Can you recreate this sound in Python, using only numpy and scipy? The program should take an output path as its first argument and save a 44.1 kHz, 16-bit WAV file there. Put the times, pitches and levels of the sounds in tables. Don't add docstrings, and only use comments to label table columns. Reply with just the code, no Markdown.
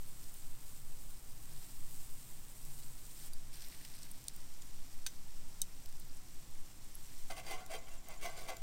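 import sys
import numpy as np
from scipy import signal
from scipy.fft import rfft, irfft, next_fast_len
from scipy.io import wavfile

SR = 44100
rng = np.random.default_rng(int(sys.argv[2]) if len(sys.argv) > 2 else 0)


def dump(signal):
    limited = np.clip(np.atleast_2d(signal).T, -1, 1)
    pcm = np.round(limited * 32767).astype(np.int16)
    wavfile.write(sys.argv[1], SR, pcm)


N = 380141
TIME = np.arange(N) / SR

# [start_s, frying_drive_db, coals_hiss_db]
SPOTS = [(0, -64, -77), (3.287, -68, -66), (7.295, -70.5, -87)]
# [time_s, change_db]
HEAT = [(0, 0.5), (.35, 0.5), (1.05, -1), (2.1, 1.5), (3.0, 0.4), (5.9, 0.5), (6.6, -1), (8.6, 1)]
# [freq_hz, density_db_per_hz]
FIZZ_NEAR = [(1500, -13.5), (3000, -10), (5500, -7), (6700, -6.5), (7600, -1), (8600, -0.5), (9500, -2.5),
             (10400, -7.5), (11600, -7.5), (12700, -4.5), (14000, -3.5), (15700, -8)]
# [freq_hz, density_db_per_hz]
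FIZZ_FAR = [(1500, -12), (3100, -6), (4700, -5.5), (5700, 1), (6500, -2), (7600, 3), (8700, -1),
            (9500, -2.5), (10500, -6.5), (12000, -5), (13700, -4), (15700, -7)]
# [start_s, level_db, lowest_hz]
SPITS = [(.3414, -40, 6920), (2.6508, -43, 5000), (3.684, -39, 6000), (4.2409, -42, 6000),
         (4.3634, -38.5, 7000), (5.859, -42.5, 2990), (7.663, -43.5, 1500), (8.086, -38, 6000),
         (8.568, -39, 4000)]
SPIT_T60_S = 0.0088
# [peak_s, swell_s, fade_db_per_s, hiss_db, frying_surge_db]
DRIPS = [(1.68, .17, 68.5, -61, -0.5), (3.22, 0.037, 30, -59.5, 3), (3.54, 0.012, 13, -54.5, -2),
         (7.149, 0.18, 6, -65, 2.5)]
# [freq_hz, density_db_per_hz]
FLARE_COLOUR = [(900, -17.5), (1900, -9.5), (3000, -10), (4200, -7.5), (4700, -6.5), (5050, -6.5),
                (5700, -6), (6700, -14.5), (8200, -6), (8900, -2.5), (9900, -13.5), (11200, -15),
                (13500, -6.5), (15700, -16)]
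# [pitch_hz, level_db]
HOLLOWS = [(2040, -6), (4650, -1), (5450, -2.5), (8800, 1)]
CRACKLES_PER_S, CRACKLE_DB = 28, -6.5
# [start_s, crack_db, crack_t60_s, lowest_hz, rings of the split piece [pitch_hz, level_db, t60_s]]
POPS = [(3.3334, -52.5, 0.02, 4000, [(4700, -50, .035), (9850, -46, .035), (13600, -50, .03)]),
        (3.6208, -48, 0.01, 1700, [(4700, -48, .017), (9000, -54, .024)]),
        (3.849, -47, .022, 1500, [(4640, -52, .02), (5600, -57, .02)]),
        (4.032, -48, .011, 4000, [(6600, -52, .017), (8050, -47, .024)]),
        (4.113, -46, 0.026, 8050, [(8980, -49, .035)]), (4.2824, -37, 0.0092, 3270, [(3900, -40, .012),
        (4500, -43, .012), (6850, -39, .008), (9000, -39, .011), (9600, -37, .011)]),
        (4.6205, -51.5, 0.013, 3000, [(4700, -52, .017), (6900, -45, 0.018)]),
        (5.0642, -36.5, 0.047, 400, [(780, -59, .04), (1560, -40.5, 0.037), (3730, -42, 0.049),
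        (4570, -39, 0.034), (6050, -41.5, 0.099), (6540, -40, 0.04), (8586, -41, 0.023), (8100, -40, 0.033),
        (8800, -42, 0.026), (15100, -44, .025)]), (5.6172, -32, 0.012, 4400, [(3020, -53, .06),
        (3800, -36.5, 0.032), (4500, -51, .055), (5100, -49, 0.026), (6215, -28, 0.028),
        (8000, -27.5, 0.016), (8800, -26, 0.012), (9700, -44, .04), (10700, -37, 0.012), (12500, -31, .011),
        (14200, -36, .011)]), (5.9979, -49.5, 0.0088, 8000, [(13700, -48.5, .018)]),
        (6.9535, -52, .0067, 8000, [(11200, -35.5, 0.009)])]
# [freq_hz, density_db_per_hz]
POP_COLOUR = [(400, -22), (1300, -16), (2200, -3.5), (3800, 1), (7000, -3), (8000, -2), (8900, 1),
              (10300, -8), (11600, -8), (12600, -9), (15700, -4.5)]
POP_RAGGED_DB = 3.5
# [peak_s, swell_s, fade_s, grate_drive_db, rasp_drive_db, bite_hz, bite_db,
#  groan_hz, groan_db, squeal_hz, squeal_db]
SHOVES = [(7.303, 0.0036, 0.024, -51.5, -53.5, 1270, -57.5, 734, -58, 2120, -59),
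          (7.386, .016, 0.022, -56, -55, 2630, -60, 734, -58, 2120, -64),
          (7.478, 0.017, 0.022, -55, -55, 2300, -58, 720, -60, 4700, -61),
          (7.526, 0.024, 0.022, -49.5, -53, 2800, -58, 748, -54, 2045, -51.5),
          (7.585, 0.03, 0.049, -63, -72, 1080, -64, 744, -55.5, 2890, -75),
          (7.72, 0.013, 0.015, -51.5, -52, 1510, -59, 657, -46.5, 2250, -63),
          (7.745, 0.0076, .019, -52.5, -50.5, 2330, -55, 452, -56, 3150, -53),
          (7.925, 0.016, .035, -73, -61, 1480, -72, 675, -70, 2740, -66),
          (8.122, 0.029, 0.028, -59, -60, 1070, -65, 743, -71, 2130, -68),
          (8.235, .012, 0.013, -51.5, -50, 3100, -60, 452, -58, 2250, -55),
          (8.257, 0.0071, 0.012, -48.5, -48, 1090, -55, 690, -41, 2150, -55),
          (8.292, 0.01, 0.016, -55, -60, 5400, -66, 727, -58, 2080, -60),
          (8.378, .01, 0.042, -56, -53.5, 4700, -60.5, 710, -63, 2150, -63),
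          (8.497, 0.013, 0.0075, -46.5, -52.5, 3200, -58, 520, -58, 2050, -55),
          (8.514, .009, .02, -55, -64, 500, -54, 732, -49, 2060, -62)]
BITE_CYCLES = 11
SNAGS_PER_S, SNAG_DB = 190, -5
SHUDDER_DB, SHUDDER_S = -11, 0.052
RUB_FROM_S, RUB_DB, RUB_UNEVEN_DB = 7.295, -67.5, 4
FRICTION_WAVER, FRICTION_ROUGH_DB = 0.0176, 2.5
# [pitch_hz, relative_level_db, t60_s]
GRATE = [(370, -15, .06), (452, -9, .14), (510, -13, .15), (562, -14, .15), (640, -10, .1), (672, -4, .16),
         (730, -5, .16), (762, -9, .1), (800, -15, .1), (908, -16, .18), (1051, -9, .16), (1121, -9, .18),
         (1400, -13, .18), (1491, -15, .2), (1550, -14, .2), (2045, -6, .16), (2110, -11, .12),
         (2200, -10, .06), (2272, -10, .08), (2471, -18, .1), (2685, -12, .1), (2893, -13, .12),
         (3153, -12, .08), (3316, -17, .08), (3500, -17, .06), (3965, -16, .06), (4619, -15, .05),
         (4722, -15, .06), (5580, -16, .06), (6170, -16, .06)]
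# [pitch_hz, relative_level_db, t60_s]
BLADE = [(2250, -15, .016), (3200, -15, 0.016), (4700, 0, .028), (5600, -1, 0.032), (6220, 1, 0.035),
         (8000, -11, 0.024), (8620, 3, .02), (9320, 4, 0.023)]
# [freq_hz, density_db_per_hz]
BLADE_COLOUR = [(180, -21), (330, 3.5), (800, 2), (1250, 1), (1750, 2.5), (2200, 1.5), (3800, 1),
                (4700, 1.5), (7000, 2), (9300, 4.5), (10500, -3.5), (15500, -1.5)]
BLADE_RING_DB, BLADE_SCRATCH_DB = -13, -2
CONTACT_DETUNE, CONTACT_SPREAD_DB = 0.005, 3.5
# [start_s, drive_db, t60_s]
CATCHES = [(7.3678, -48, .025), (7.511, -42, 0.046), (8.2133, -47, .012), (8.4899, -44, 0.036)]
CATCH_GRATE_DB = -7
# [freq_hz, density_db_per_hz]
GARDEN = [(45, 2), (70, 2), (125, 2), (200, -6), (270, -5.5), (400, -13), (550, -15), (900, -13.5),
          (1500, -18.5), (3000, -20.5), (8000, -26.5), (16000, -55)]
# [start_s, end_s, first_hz, last_hz, base_db]
DRONE = [(0, 3.28, 114.6, 120.4, -69.5), (0, 3.6, 146, 137.7, -70), (3.29, 6.4, 184, 166, -72.5),
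         (3.29, 7.3, 261.4, 259.2, -77.5)]
# [freq_hz, density_db_per_hz]
AIR = [(1, -13), (4, 1.5), (9.5, 0.5), (14, -18), (25, -23.5), (35, -28.5), (50, -37), (100, -72),
       (400, -120)]
BREEZE_DB, GUST_DB, GUSTS_PER_S = -38.5, 1.3, 1.7
CUTOFF_HZ = 15800


def frying():
    fizz = grains(per_s=16000, spread_db=3.0)
    tick_pitches_hz = np.geomspace(3500, 15000, 14)
    ticks = sum(ring(grains(per_s=40, spread_db=3.0), hz, t60=.003) for hz in tick_pitches_hz)
    flicker_db = 0.86 * drift(23) + 0.5 * drift(5.5)
    bubbles = (fizz + from_db(-11.5) * rms_one(ticks)) * from_db(flicker_db)
    near = from_db(6.0) * coloured(bubbles, FIZZ_NEAR)
    far = from_db(5.5) * coloured(bubbles, FIZZ_FAR)
    spot_db, _ = spot_levels()
    surge_db = sum(db * flare_up(s, swell, fade) for s, swell, fade, _, db in DRIPS)
    level = from_db(spot_db + in_time(HEAT) + surge_db)
    return level * np.where(spot_at(TIME) == 0, near, far)


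def spits():
    tick_pitches_hz = np.geomspace(4500, 15000, 10)
    ticks = sum(ring(grains(per_s=14, spread_db=2.8), hz, t60=.002) for hz in tick_pitches_hz)
    out = from_db(spot_levels()[0] - 9.0) * rms_one(ticks)
    age = np.arange(SR // 20) / SR
    for s, db, lowest_hz in SPITS:
        burst = rng.choice([-1., 1.], len(age)) * from_db(db - 60 * age / SPIT_T60_S)
        add(out, s, high_passed(burst, lowest_hz))
    return out


def flare():
    _, steady_db = spot_levels()
    drip_power = sum((from_db(db) * flare_up(s, swell, fade)) ** 2 for s, swell, fade, db, _ in DRIPS)
    power = from_db(steady_db) ** 2 + drip_power
    hiss = coloured(grains(per_s=6000, spread_db=3.0), FLARE_COLOUR)
    boiling = hiss + from_db(CRACKLE_DB) * sputters()
    return np.sqrt(power) * from_db(1.0 * drift(27)) * rms_one(boiling)


def sputters(t60=.012, cycles=12):
    out = 0
    r = from_db(-120 / (t60 * SR))
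    for hz, db in HOLLOWS:
        bursts = grains(per_s=CRACKLES_PER_S, spread_db=2.0) ** 2
        power = signal.lfilter([1], [1, -r], bursts + 1e-18)
        force = np.sqrt(power) * rng.standard_normal(N)
        out = out + from_db(db) * rms_one(ring(force, hz, cycles / hz))
    return rms_one(out)


def flare_up(s, swell_s, fade_db_per_s):
    rise = np.where(TIME < s, swelling(s, swell_s), 1)
    fade = from_db(-fade_db_per_s * np.maximum(TIME - s, 0))
    return rise * fade * (spot_at(TIME) == spot_at(s))


def pops():
    out, age = np.zeros(N), np.arange(SR // 8) / SR
    for s, crack_db, crack_t60, lowest_hz, modes in POPS:
        splitting_s = .07 * crack_t60
        envelope = from_db(-60 * np.maximum(age - splitting_s, 0) / crack_t60)
        envelope = envelope * from_db(POP_RAGGED_DB * drift(210)[:len(age)])
        noise = coloured(rng.choice([-1., 1.], len(age)), POP_COLOUR)
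        crackle = high_passed(noise * envelope, lowest_hz)
        crackle = rms_one(crackle) * np.sqrt(np.mean(envelope ** 2))
        rings = np.zeros(len(age))
        for k, (hz, db, t60) in enumerate(modes):
            sign = (-1) ** k
            rings += sign * from_db(db - 60 * age / t60) * np.sin(2 * np.pi * hz * age)
        rings = high_passed(rings, .83 * modes[0][0])
        add(out, s, from_db(crack_db) * crackle + rings)
    return out


def pit_echo(x, delay_s=0.0128, echo_db=-24, scatter_db=-22, scatter_t60=0.12):
    age = np.arange(SR // 5) / SR
    scatter = rng.standard_normal(len(age)) * from_db(-60 * age / scatter_t60)
    tail = signal.fftconvolve(x, scatter / np.linalg.norm(scatter))[:N]
    echo = np.interp(TIME - delay_s, TIME, x, left=0)
    return x + from_db(echo_db) * echo + from_db(scatter_db) * tail


def spatula():
    slips = rms_one(grains(per_s=4000, spread_db=1.5) * from_db(2.0 * drift(105)))
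    rasp = rms_one(slips + from_db(SNAG_DB) * grains(per_s=SNAGS_PER_S, spread_db=1.0))
    scratch = coloured(rasp, BLADE_COLOUR)
    pressure = from_db(RUB_DB + RUB_UNEVEN_DB * drift(21)) * (TIME > RUB_FROM_S)
    out = touched(pressure * slips, GRATE) + from_db(-4.5) * pressure * scratch
    for (s, swell_s, fade_s, grate_db, rasp_db, bite_hz, bite_db,
         groan_hz, groan_db, squeal_hz, squeal_db) in SHOVES:
        part = slice(round((s - .15) * SR), round((s + .5) * SR))
        age = TIME[part] - s
        shape = swelling(s, np.where(TIME < s, swell_s, fade_s))[part]
        shudder = from_db(SHUDDER_DB) * np.exp(-np.abs(age) / SHUDDER_S) * (age > 0)
        out[part] += from_db(grate_db) * touched(slips[part] * np.maximum(shape, shudder), GRATE)
        out[part] += from_db(rasp_db) * blade(rasp[part] * shape, scratch[part] * shape)
        bite = rms_one(ring(rng.standard_normal(len(age)), bite_hz, BITE_CYCLES / bite_hz))
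        out[part] += from_db(bite_db) * shape * bite
        groan = from_db(groan_db) * friction_tone(groan_hz, part)
        squeal = from_db(squeal_db) * friction_tone(squeal_hz, part)
        out[part] += shape * (groan + squeal)
    return out


def friction_tone(hz, part):
    pitch = hz * (1 + FRICTION_WAVER * drift(69)[part])
    roughness = from_db(FRICTION_ROUGH_DB * drift(77)[part])
    return rms_one(roughness * np.sin(2 * np.pi * np.cumsum(pitch) / SR))


def catches():
    out, age = np.zeros(N), np.arange(SR // 4) / SR
    for s, db, t60 in CATCHES:
        chatter = rng.choice([-1., 1.], len(age))
        envelope = from_db(db - 60 * age / t60)
        force = chatter * envelope
        clink = blade(force, coloured(chatter, BLADE_COLOUR) * envelope)
        add(out, s, clink + from_db(CATCH_GRATE_DB) * touched(force, GRATE))
    return out


def blade(force, scratch):
    return from_db(BLADE_SCRATCH_DB) * scratch + from_db(BLADE_RING_DB) * touched(force, BLADE)


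def touched(force, modes):
    hz, db, t60 = np.transpose(modes)
    shift, strength = rng.standard_normal((2, len(modes)))
    gains = from_db(db + CONTACT_SPREAD_DB * strength)
    gains = gains / np.linalg.norm(gains) * np.sqrt(np.log(1000) / (t60 * SR))
    tuned_hz = hz * (1 + CONTACT_DETUNE * shift)
    return sum(g * ring(force, f, t) for g, f, t in zip(gains, tuned_hz, t60))


def bird(start=7.334, period=.0651, note_s=0.018, top_hz=7340, arch_hz=650, base_db=-60):
    from_centre_s = (((TIME - start) / period + .5) % 1 - .5) * period
    place = np.clip(from_centre_s / (note_s / 2), -1, 1)
    pitch = top_hz + 60 * drift(86.5) - arch_hz * place ** 2
    swell = np.cos(np.pi / 2 * place) * (TIME > start - period / 2)
    effort_db = base_db + in_time([(7.33, -1), (7.52, 2), (7.6, 2.5)]) + 2.4 * drift(40)
    return from_db(effort_db) * swell * np.sin(2 * np.pi * np.cumsum(pitch) / SR)


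def garden():
    out = from_db(-60.5) * coloured(rng.standard_normal(N), GARDEN)
    for start, end, first_hz, last_hz, db in DRONE:
        pitch = in_time([(start, first_hz), (end, last_hz)]) + 2.19 * drift(1.93)
        tone = np.sin(2 * np.pi * np.cumsum(pitch) / SR)
        out += from_db(db + 4.9 * drift(3.7)) * tone * ((TIME >= start) & (TIME < end))
    breeze = from_db(BREEZE_DB + GUST_DB * drift(GUSTS_PER_S))
    return out + breeze * coloured(rng.standard_normal(N), AIR)


def spot_at(s):
    return np.searchsorted([row[0] for row in SPOTS[1:]], s, side="right")


def spot_levels():
    return np.array(SPOTS)[spot_at(TIME), 1:].T


def grains(per_s, spread_db):
    sizes = from_db(spread_db * np.minimum(rng.exponential(1, N), 6))
    happens = rng.random(N) < per_s / SR
    return rms_one(sizes * rng.choice([-1, 1], N) * happens)


def ring(force, hz, t60):
    r, w = from_db(-60 / (t60 * SR)), 2 * np.pi * hz / SR
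    faint_noise = 1e-18 * rng.standard_normal(len(force))
    return signal.lfilter([1, 0, -1], [1, -2 * r * np.cos(w), r * r], force + faint_noise)


def drift(rate):
    r = np.exp(-80 * np.pi * rate / SR)
    slow = signal.lfilter([1], [1, -2 * r, r * r], rng.standard_normal(N // 40 + 2002))[2000:]
    return np.interp(np.arange(N) / 40, np.arange(len(slow)), rms_one(slow))


def coloured(x, spectrum):
    hz, db = np.transpose(spectrum)
    size = next_fast_len(len(x))
    bins = np.maximum(np.arange(size // 2 + 1) * SR / size, .5)
    gain = from_db(np.interp(np.log(bins), np.log(hz), db))
    return rms_one(irfft(rfft(x, size) * gain, size)[:len(x)])


def high_passed(x, hz):
    return signal.sosfilt(signal.butter(8, hz, "high", fs=SR, output="sos"), x)


def swelling(s, width_s):
    return np.exp(-.5 * np.minimum(((TIME - s) / width_s) ** 2, 40))


def in_time(rows):
    return np.interp(TIME, *np.transpose(rows))


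def add(out, s, sound):
    at = round(s * SR)
    out[at:at + len(sound)] += sound[:N - at]


def from_db(db):
    return 10 ** (np.asarray(db) / 20)


def rms_one(x):
    return x / np.sqrt(np.mean(x ** 2) + 1e-20)


def scene():
    fire = frying() + spits() + flare() + pit_echo(pops())
    return (fire + spatula() + catches() + bird() + garden())[None]


def record(dry):
    return signal.sosfilt(signal.ellip(10, .1, 70, CUTOFF_HZ, fs=SR, output="sos"), dry)


dry = scene()
out = record(dry)
dump(out)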